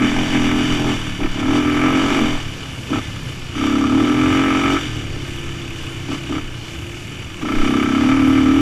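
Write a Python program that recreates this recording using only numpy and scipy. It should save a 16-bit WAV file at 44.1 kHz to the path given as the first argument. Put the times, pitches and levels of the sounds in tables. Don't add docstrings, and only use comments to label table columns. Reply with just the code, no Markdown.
import sys
import numpy as np
from scipy import signal
from scipy.io import wavfile
from scipy.ndimage import uniform_filter1d

SR = 44100
rng = np.random.default_rng(int(sys.argv[2]) if len(sys.argv) > 2 else 0)


def store_pcm(level_fs):
    pcm = np.round(np.clip(level_fs, -1, 1) * 32767).astype(np.int16)
    wavfile.write(sys.argv[1], SR, np.atleast_2d(pcm).T)


N = 379687
T = np.arange(-SR // 10, N + SR // 10) / SR
M = len(T)
CRUISE_HZ = 35

# time in seconds, firing rate in Hz.
COAST_REVS = [(1.14, 35.77), (1.3, 35.54), (2.5, 35.03), (2.84, 31.22), (2.96, 36.33), (3.21, 32),
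              (3.5, 29.02), (4.9, 39.42), (5.1, 33.44), (5.98, 31.3), (6.12, 34.08), (6.25, 33.23),
              (6.35, 34.9), (6.52, 29.52), (6.7, 28.02), (7.25, 26.82), (7.38, 25.64)]
PULL_REVS = [
    [(0.0, 41.52), (0.106, 41.9), (0.242, 43.6), (0.302, 44.65), (0.33, 43.5), (0.406, 42.2),
     (0.472, 42.12), (0.556, 42.7), (0.7, 42.9), (0.764, 41.7), (0.798, 41.6), (0.898, 42.05),
     (0.96, 40.53)],
    [(1.4, 35.63), (1.442, 37.15), (1.524, 40.57), (1.562, 42.3), (1.628, 42.47), (1.73, 41.76),
     (1.77, 41.84), (1.834, 43.68), (1.956, 45.15), (2.02, 45.2), (2.1, 47.86), (2.202, 43.68),
     (2.246, 43.83), (2.36, 42.1)],
    [(3.58, 34.12), (3.666, 34.87), (3.714, 35), (3.818, 34.54), (3.984, 39.32), (4.05, 42.05),
     (4.148, 42.5), (4.2, 43.68), (4.412, 45.25), (4.5, 44.46), (4.532, 44.47), (4.6, 45.98), (4.79, 46.43)],
    [(7.45, 28.23), (7.524, 30.51), (7.608, 32.49), (7.626, 32.9), (7.694, 32.39), (7.79, 33.63),
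     (7.89, 32.5), (8.01, 35.16), (8.1, 38.36), (8.146, 38.7), (8.232, 37.6), (8.33, 38.1), (8.446, 37.34),
     (8.61, 40.1)],
]
# time in seconds, then boom, bark and clatter in dB.
PULLS = [
    [(0.0, -16, -29.5, -32), (0.034, -15, -27.5, -26.5), (0.294, -30.5, -48, -26), (0.352, -17, -30, -25.5),
     (0.386, -19, -37, -27), (0.586, -18, -32, -25.5), (0.68, -26, -47, -26.5), (0.72, -27.5, -27, -25),
     (0.782, -30, -51, -26), (0.91, -21, -30, -25), (0.97, -39, -47, -28.5)],
    [(1.34, -25, -44, -40), (1.37, -26.5, -44, -38), (1.4, -20, -33.5, -28), (1.456, -16, -29, -40),
     (1.566, -12, -28.5, -26), (1.612, -20, -27.5, -31), (1.914, -20, -21.5, -34), (1.942, -21, -23.5, -27),
     (2.188, -17, -25.5, -24.5), (2.346, -28, -38, -28.5), (2.38, -45, -50, -36)],
    [(3.54, -35, -57, -52), (3.554, -24, -35, -32), (3.58, -23.5, -34, -31.5), (3.636, -15, -25, -29.5),
     (3.77, -11.5, -26.5, -30.5), (3.966, -13, -26, -30), (4.33, -19, -25, -27.5), (4.434, -17, -21, -33),
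     (4.602, -19.5, -23.5, -32), (4.67, -17, -20, -28), (4.736, -16, -23.5, -24.5), (4.78, -24, -15, -31),
     (4.8, -45, -51, -31)],
    [(7.4, -36, -52, -47), (7.432, -27, -33, -30), (7.45, -21, -37, -48), (7.462, -24.5, -27.5, -33.5),
     (7.678, -20, -28.5, -28.5), (7.82, -18.5, -22.5, -29.5), (7.866, -18.5, -27, -31),
     (8.082, -9.5, -26.5, -30.5), (8.096, -10.5, -24.5, -28), (8.456, -12.5, -29, -38),
     (8.61, -8, -26.5, -39)],
]
# start and hold in seconds, then boom, bark and clatter in dB.
BLIPS = [(1.184, 0.079, -25.5, -27.5, -31), (2.898, 0.091, -19.5, -26, -29.5),
         (6.075, 0.074, -26.5, -36, -31.5), (6.289, 0.093, -24, -30, -32)]
# pitch in Hz, width in Hz, relative level in dB.
SILENCER_MODES = [(228.5, 25.7, 5), (261.1, 33.8, 7.5), (314, 40, 7), (350, 110, -34), (411.2, 32, -6.5),
                  (449, 23.4, -15), (494, 68, -17.5)]
BARK_MODES = [(1191.5, 45, -1.5), (1315.6, 77, 1), (1575, 250, -7), (1820, 310, -5.5), (2027, 135, -9),
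              (2300, 300, 0.5)]
GROWL_MODES = [(536, 190, 3.9), (631, 150, 5.4), (769, 175, 5.9), (896, 43, 0.53), (1019, 76, 3.8)]
FRAME_MODES = [(39.3, 14, -4), (71.4, 43, -3.5), (121.5, 34, 4.5), (182.6, 45, -10)]
CASE_MODES = [(800, 530, -5.5), (1266, 390, 0), (1575, 190, -2.5), (1745, 115, -2.5), (2230, 610, 4),
              (2560, 600, -1), (2892, 133, 2.5), (3053, 150, 1), (3461, 440, 1.5), (4662, 380, -7.5),
              (5710, 780, -4), (7050, 1380, -9), (8200, 1000, -14.5), (9900, 1400, -17.5),
              (12700, 3000, -22.5)]
TICK_MODES = [(9200, 460, 0), (10350, 550, 2.5), (11450, 760, 0.5), (12400, 900, -0.5), (13700, 900, -8)]
AHEAD_PIPE_MODES = [(183, 21, -25), (333, 58, -6), (341.7, 27.5, 3), (524, 74, -18)]
AHEAD_RASP_MODES = [(2430, 690, 10), (2930, 310, 6.5), (7060, 1700, 0.5), (12000, 4000, -44)]
# time in seconds, lifts of upper boom,
# growl and upper bark in dB, noise in the boom as a share of its pulses.
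PIPE_COLOUR = [(0, 0, -2, 1, 0.26), (.25, 4, 9, 12, 0.42), (.4, 0.5, 1, 7.5, 0.24), (.65, 3, 1, -1, 0.3),
               (.8, 8, 6.5, 3, 0.37), (.95, 7, 5.5, 0, 0.23), (1.25, 8, 7.5, -1, 0.37),
               (1.45, -1.5, 3.5, -0.5, 0), (1.7, 7, 0, 0, 0.17), (1.9, 3, 6.5, -1, 0.42),
               (2.1, 4, 3, -0.5, 0.29), (2.35, 2.5, 6, 3.5, 0.44), (2.95, 0.5, 5.5, -6, 0.15),
               (3.6, 1.5, 0, -6, 0), (3.85, -6, -2, -9, 0.04), (4.05, 2.5, -0.5, -4.5, 0.26),
               (4.3, 3.5, 1, 0.5, 0.08), (4.55, 1, 1.5, -1, 0.11), (4.8, 7.5, 0.5, -5, 0.24),
               (6.2, 4.5, 3, -6, 0), (7.45, 4.5, 7.5, -1.5, 0.11), (7.8, 6.5, 3, -4, 0.14),
               (8.1, -8.5, -0.5, -2, 0.13), (8.35, -2.5, -3, -1.5, 0.11), (8.61, -3, -3.5, -3, 0.06)]
# time in seconds, share of the main boom.
EARLY_BOOM = [(0, 0.51), (.9, 0.48), (1.4, 0.61), (1.9, 0.74), (2.4, .5), (3.6, .45), (3.9, 0.7),
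              (4.2, 0.63), (4.8, 0.53), (7.4, 0.42), (7.9, 0.265), (8.1, 0.72), (8.61, 0.65)]
# time in seconds, lift in dB.
LOW_BOOM = [(0, 4.5), (.3, 2.5), (.6, 1.5), (.95, 6), (1.4, -4.5), (1.8, -3.5), (2.0, -0.5), (2.1, 8),
            (2.2, 2), (2.4, -3.5), (3.6, 1.5), (4.0, -3), (4.3, -5.5), (4.8, 0), (6.2, -1), (7.45, 2.5),
            (7.8, 4), (8.1, -3.5), (8.61, -8)]
# time in seconds, depth of the dip from 0 to 1.
BARK_CRISPNESS = [(0, .35), (.8, .4), (1.2, .7), (1.9, .6), (2.3, .4), (2.9, .7), (4.1, .6), (4.8, .75),
                  (7.9, .6), (8.2, .4), (8.61, .2)]
BAFFLE_DELAYS = (0.00166, .0029, .0047)
# time in seconds, trim in dB, lift of its top note in dB.
THUMP_DRIFT = [(0, -0.5, 15), (1, 0.5, 12), (2, -1.5, 13), (3, 2.5, -1), (4, 0, -1), (4.6, -3, -5),
               (5.1, 6.5, -1), (5.8, 3.5, -1), (6.6, -0.5, -2), (7.3, 0, -4), (7.8, 0, -29), (8.61, 1, -13)]
# time in seconds, firing rate in Hz, pipe level in dB.
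AHEAD_DRONE = [
    [(2.35, 42.3, -49), (2.58, 38.68, -43.5), (3.0, 42.8, -40.5), (3.18, 41.68, -52), (3.37, 44.12, -40.5),
     (3.6, 42.1, -43)],
    [(4.8, 40.76, -59), (4.98, 38.45, -41), (5.4, 38.2, -40), (5.6, 37, -40), (5.87, 36.62, -39.5),
     (6.05, 39.2, -41), (6.24, 36.87, -39), (6.56, 39.07, -45.5), (6.74, 37.3, -40), (7.18, 41, -39.5),
     (7.3, 40.74, -42.5), (7.45, 37.54, -36)],
]
# time in seconds, level in dB.
GUSTS = [(0.141, -25), (0.319, -31), (0.741, -32), (.89, -29), (1.27, -22), (1.48, -32.5), (2.392, -28),
         (5.5, -31), (6.47, -27), (7.41, -36), (7.61, -14), (7.89, -30), (8.15, -36)]
BREEZE = [(0, -29), (1.3, -29), (1.68, -32), (1.9, -31), (2.35, -24.5), (2.8, -49), (3.7, -31.5),
          (4.0, -52), (5.2, -32), (6.8, -40), (8.61, -43)]
# frequency in Hz, relative spectral density in dB.
RUSH_TONE = [(35, -36), (60, 1.5), (120, 2), (224, -11.5), (332, -6), (591, -20.5), (2980, -32),
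             (4020, -22.5), (15000, -49)]


def own_bike():
    hz = curve(sorted(COAST_REVS + sum(PULL_REVS, [])))
    boom_on, bark_on, clatter_on = throttle()
    load = (boom_on / undb(-14)) ** .73
    pulses, phase, strength = firings(hz, waver=.003, scatter_db=.97)
    pulses = pulses / np.sqrt(hz)
    puff = strength * phase / .09 * np.exp(1 - phase / .09)
    noise = rng.standard_normal((5, M))
    out = (boom_on + rev_gain(hz, -37, .74)) * boom(pulses, phase, hz, noise[0])
    out += (bark_on + rev_gain(hz, -50.5, .16)) * bark(pulses, phase, hz, noise[2] * (puff + .12))
    growl_gain = load * rev_gain(hz, -31.5, .44) + rev_gain(hz, -49.5, .71)
    out += growl_gain * growl(pulses, noise[1] * (puff + .8))
    out += np.maximum(clatter_on, rev_gain(hz, -33.5, .58)) * clatter(puff, phase, noise[4])
    out += (rev_gain(hz, -32.5, .29) + load * undb(-38)) * thump(pulses, noise[3])
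    return out + (1 + .37 * load) * ticks(phase, db=-60, per_cycle=2)


def throttle(open_s=.02, shut_s=.023, bark_lag_s=.02):
    def gate(start, end):
        return np.clip(np.minimum((T - start) / open_s, 1 + (end - T) / shut_s), 0, 1)

    gains = 0
    for k, pull in enumerate(PULLS):
        start = pull[0][0] if k else T[0]
        gains += gate(start, pull[-1][0]) * undb([curve(pull, column) for column in (1, 2, 3)])
    for start, held, *levels in BLIPS:
        early, late = gate(start, start + held), gate(start + bark_lag_s, start + held)
        gains += np.array([early, late, late]) * undb(levels)[:, None]
    return gains


def firings(hz, waver, scatter_db):
    cycles = np.cumsum(hz * (1 + waver * wander(25))) / SR
    strength = undb(scatter_db * rng.standard_normal(1000))[cycles.astype(int)]
    return np.diff(np.floor(cycles), prepend=0) * strength, cycles % 1, strength


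def boom(pulses, phase, hz, noise, pipe_s=.0107, choke_lag_s=.002, choke_s=.0025):
    pair = curve(EARLY_BOOM) * pulses + delay(pulses, pipe_s)
    drive = unit(pair) + curve(PIPE_COLOUR, 4) * noise
    body = ring(drive, SILENCER_MODES, high_db=curve(PIPE_COLOUR, 1), above_hz=290,
                low_db=curve(LOW_BOOM), below_hz=248)
    since, until = phase / hz, (1 - phase) / hz
    from_choke = np.minimum(abs(since - choke_lag_s), until + choke_lag_s)
    return unit(body * (1 - .65 * np.exp(-(from_choke / choke_s) ** 2)))


def bark(pulses, phase, hz, gas, echo_s=.0078, hold_s=.016, lead_s=.001):
    uneven = pulses * undb(1.5 * wander(40))
    pair = uneven + .85 * delay(uneven, echo_s)
    blur = .55 * (CRUISE_HZ / hz) ** 2.5
    drive = unit(baffles(pair, gain=.75)) + blur * unit(gas)
    tone = ring(drive, BARK_MODES, snap=2, high_db=curve(PIPE_COLOUR, 3), above_hz=1450)
    dip = curve(BARK_CRISPNESS) * np.clip(phase / hz / hold_s - .5, 0, 1)
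    return unit(delay(tone * (1 - dip), -lead_s))


def growl(pulses, gas, echo_s=.00625, lead_s=.002):
    cracks = sum(.6 ** k * delay(pulses, k * echo_s) for k in range(3))
    tone = ring(unit(cracks) + .45 * unit(gas), GROWL_MODES, snap=2)
    return unit(delay(undb(curve(PIPE_COLOUR, 2)) * tone, -lead_s))


def baffles(x, gain):
    for lag in BAFFLE_DELAYS:
        k = int(lag * SR)
        rows = np.pad(x, (0, -M % k)).reshape(-1, k)
        x = signal.lfilter([-gain, 1], [1, -gain], rows, axis=0).ravel()[:M]
    return x


def thump(pulses, noise):
    hits = ring(baffles(pulses, gain=.4), FRAME_MODES, high_db=curve(THUMP_DRIFT, 2), above_hz=150)
    rumble = .2 * ring(noise, FRAME_MODES)
    return undb(1.5 * wander(15) + curve(THUMP_DRIFT)) * unit(hits + rumble)


def clatter(puff, phase, noise, floor=1.7):
    knocks = puff + .5 * np.exp(-((phase + .5) % 1) / .24) + floor
    return ring(noise * knocks * undb(.93 * wander(20)), CASE_MODES)


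def ticks(phase, db, per_cycle, decay_s=.003, scatter_db=4):
    onsets = np.diff((per_cycle * phase + .3) % 1, prepend=0) < -.5
    chance = rng.standard_normal((1000, len(TICK_MODES)))
    noise = rng.standard_normal(M)
    drift = wander(7.8)
    out = 0
    for k, (hz, width, mode_db) in enumerate(TICK_MODES):
        hits = onsets * undb(scatter_db * (chance[np.cumsum(onsets), k] + .5 * drift))
        grains = noise * signal.lfilter([1], [1, -np.exp(-1 / (decay_s * SR))], hits)
        out += undb(mode_db) * ring(grains, [(hz, width, 0)])
    return undb(db) * unit(out)


def bike_ahead(fade_s=.034):
    out = 0
    for stretch in AHEAD_DRONE:
        pulses, phase, strength = firings(curve(stretch), waver=.00846, scatter_db=.34)
        gas = rng.standard_normal(M) * strength * np.exp(-phase / .41)
        exhaust = ring(pulses, AHEAD_PIPE_MODES) + undb(-1) * ring(gas, AHEAD_RASP_MODES)
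        fade = np.clip(np.minimum(T - stretch[0][0], stretch[-1][0] - T) / fade_s, 0, 1)
        out += fade * (undb(curve(stretch, 2)) * exhaust + ticks(phase, db=-73, per_cycle=1))
    return out


def wind(gust_s=.047, rush_db=-33):
    sub_band = signal.butter(3, [8, 22], "band", fs=SR, output="sos")
    buffet = unit(signal.sosfilt(sub_band, rng.standard_normal(M)))
    hz, db = np.transpose(RUSH_TONE)
    rush = 0
    for centre in 70 * 2 ** np.arange(0, 7.7, .5):
        band = ring(rng.standard_normal(M), [(centre, centre / 1.74, 0)])
        band_db = np.interp(np.log(centre), np.log(hz), db) + 2.7 * wander(9.9)
        rush += band * undb(band_db) * np.sqrt(centre)
    gusts = sum(undb(peak_db) * np.exp(-((T - s) / gust_s) ** 2) for s, peak_db in GUSTS)
    return (gusts + undb(curve(BREEZE))) * buffet + undb(rush_db) * unit(rush)


def ring(x, modes, snap=1, high_db=0, above_hz=0, low_db=0, below_hz=0):
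    out = 0
    for k, (hz, width, db) in enumerate(modes):
        y = x
        for widen in (snap, snap ** -.3):
            y = signal.lfilter(*signal.iirpeak(hz, hz / width / widen, fs=SR), y)
        gain = undb(db + high_db * (hz > above_hz) + low_db * (hz < below_hz))
        out += (-1) ** k * gain * unit(y)
    return unit(out)


def wander(rate):
    k = int(SR / rate)
    steps = np.repeat(rng.standard_normal(M // k + 1), k)
    return unit(uniform_filter1d(uniform_filter1d(steps, k), k)[:M])


def rev_gain(hz, cruise_db, db_per_hz):
    return undb(cruise_db + db_per_hz * (hz - CRUISE_HZ))


def curve(table, column=1):
    columns = np.transpose(table)
    return np.interp(T, columns[0], columns[column])


def delay(x, seconds):
    return np.roll(x, int(seconds * SR))


def undb(db):
    return 10 ** (np.asarray(db) / 20)


def unit(x):
    return x / np.sqrt(np.mean(x ** 2))


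def scene():
    return (own_bike() + bike_ahead() + wind())[None, SR // 10:SR // 10 + N]


def record(dry):
    return signal.sosfilt(signal.ellip(10, .2, 80, 15150, fs=SR, output="sos"), dry)


dry = scene()
out = record(dry)
store_pcm(out)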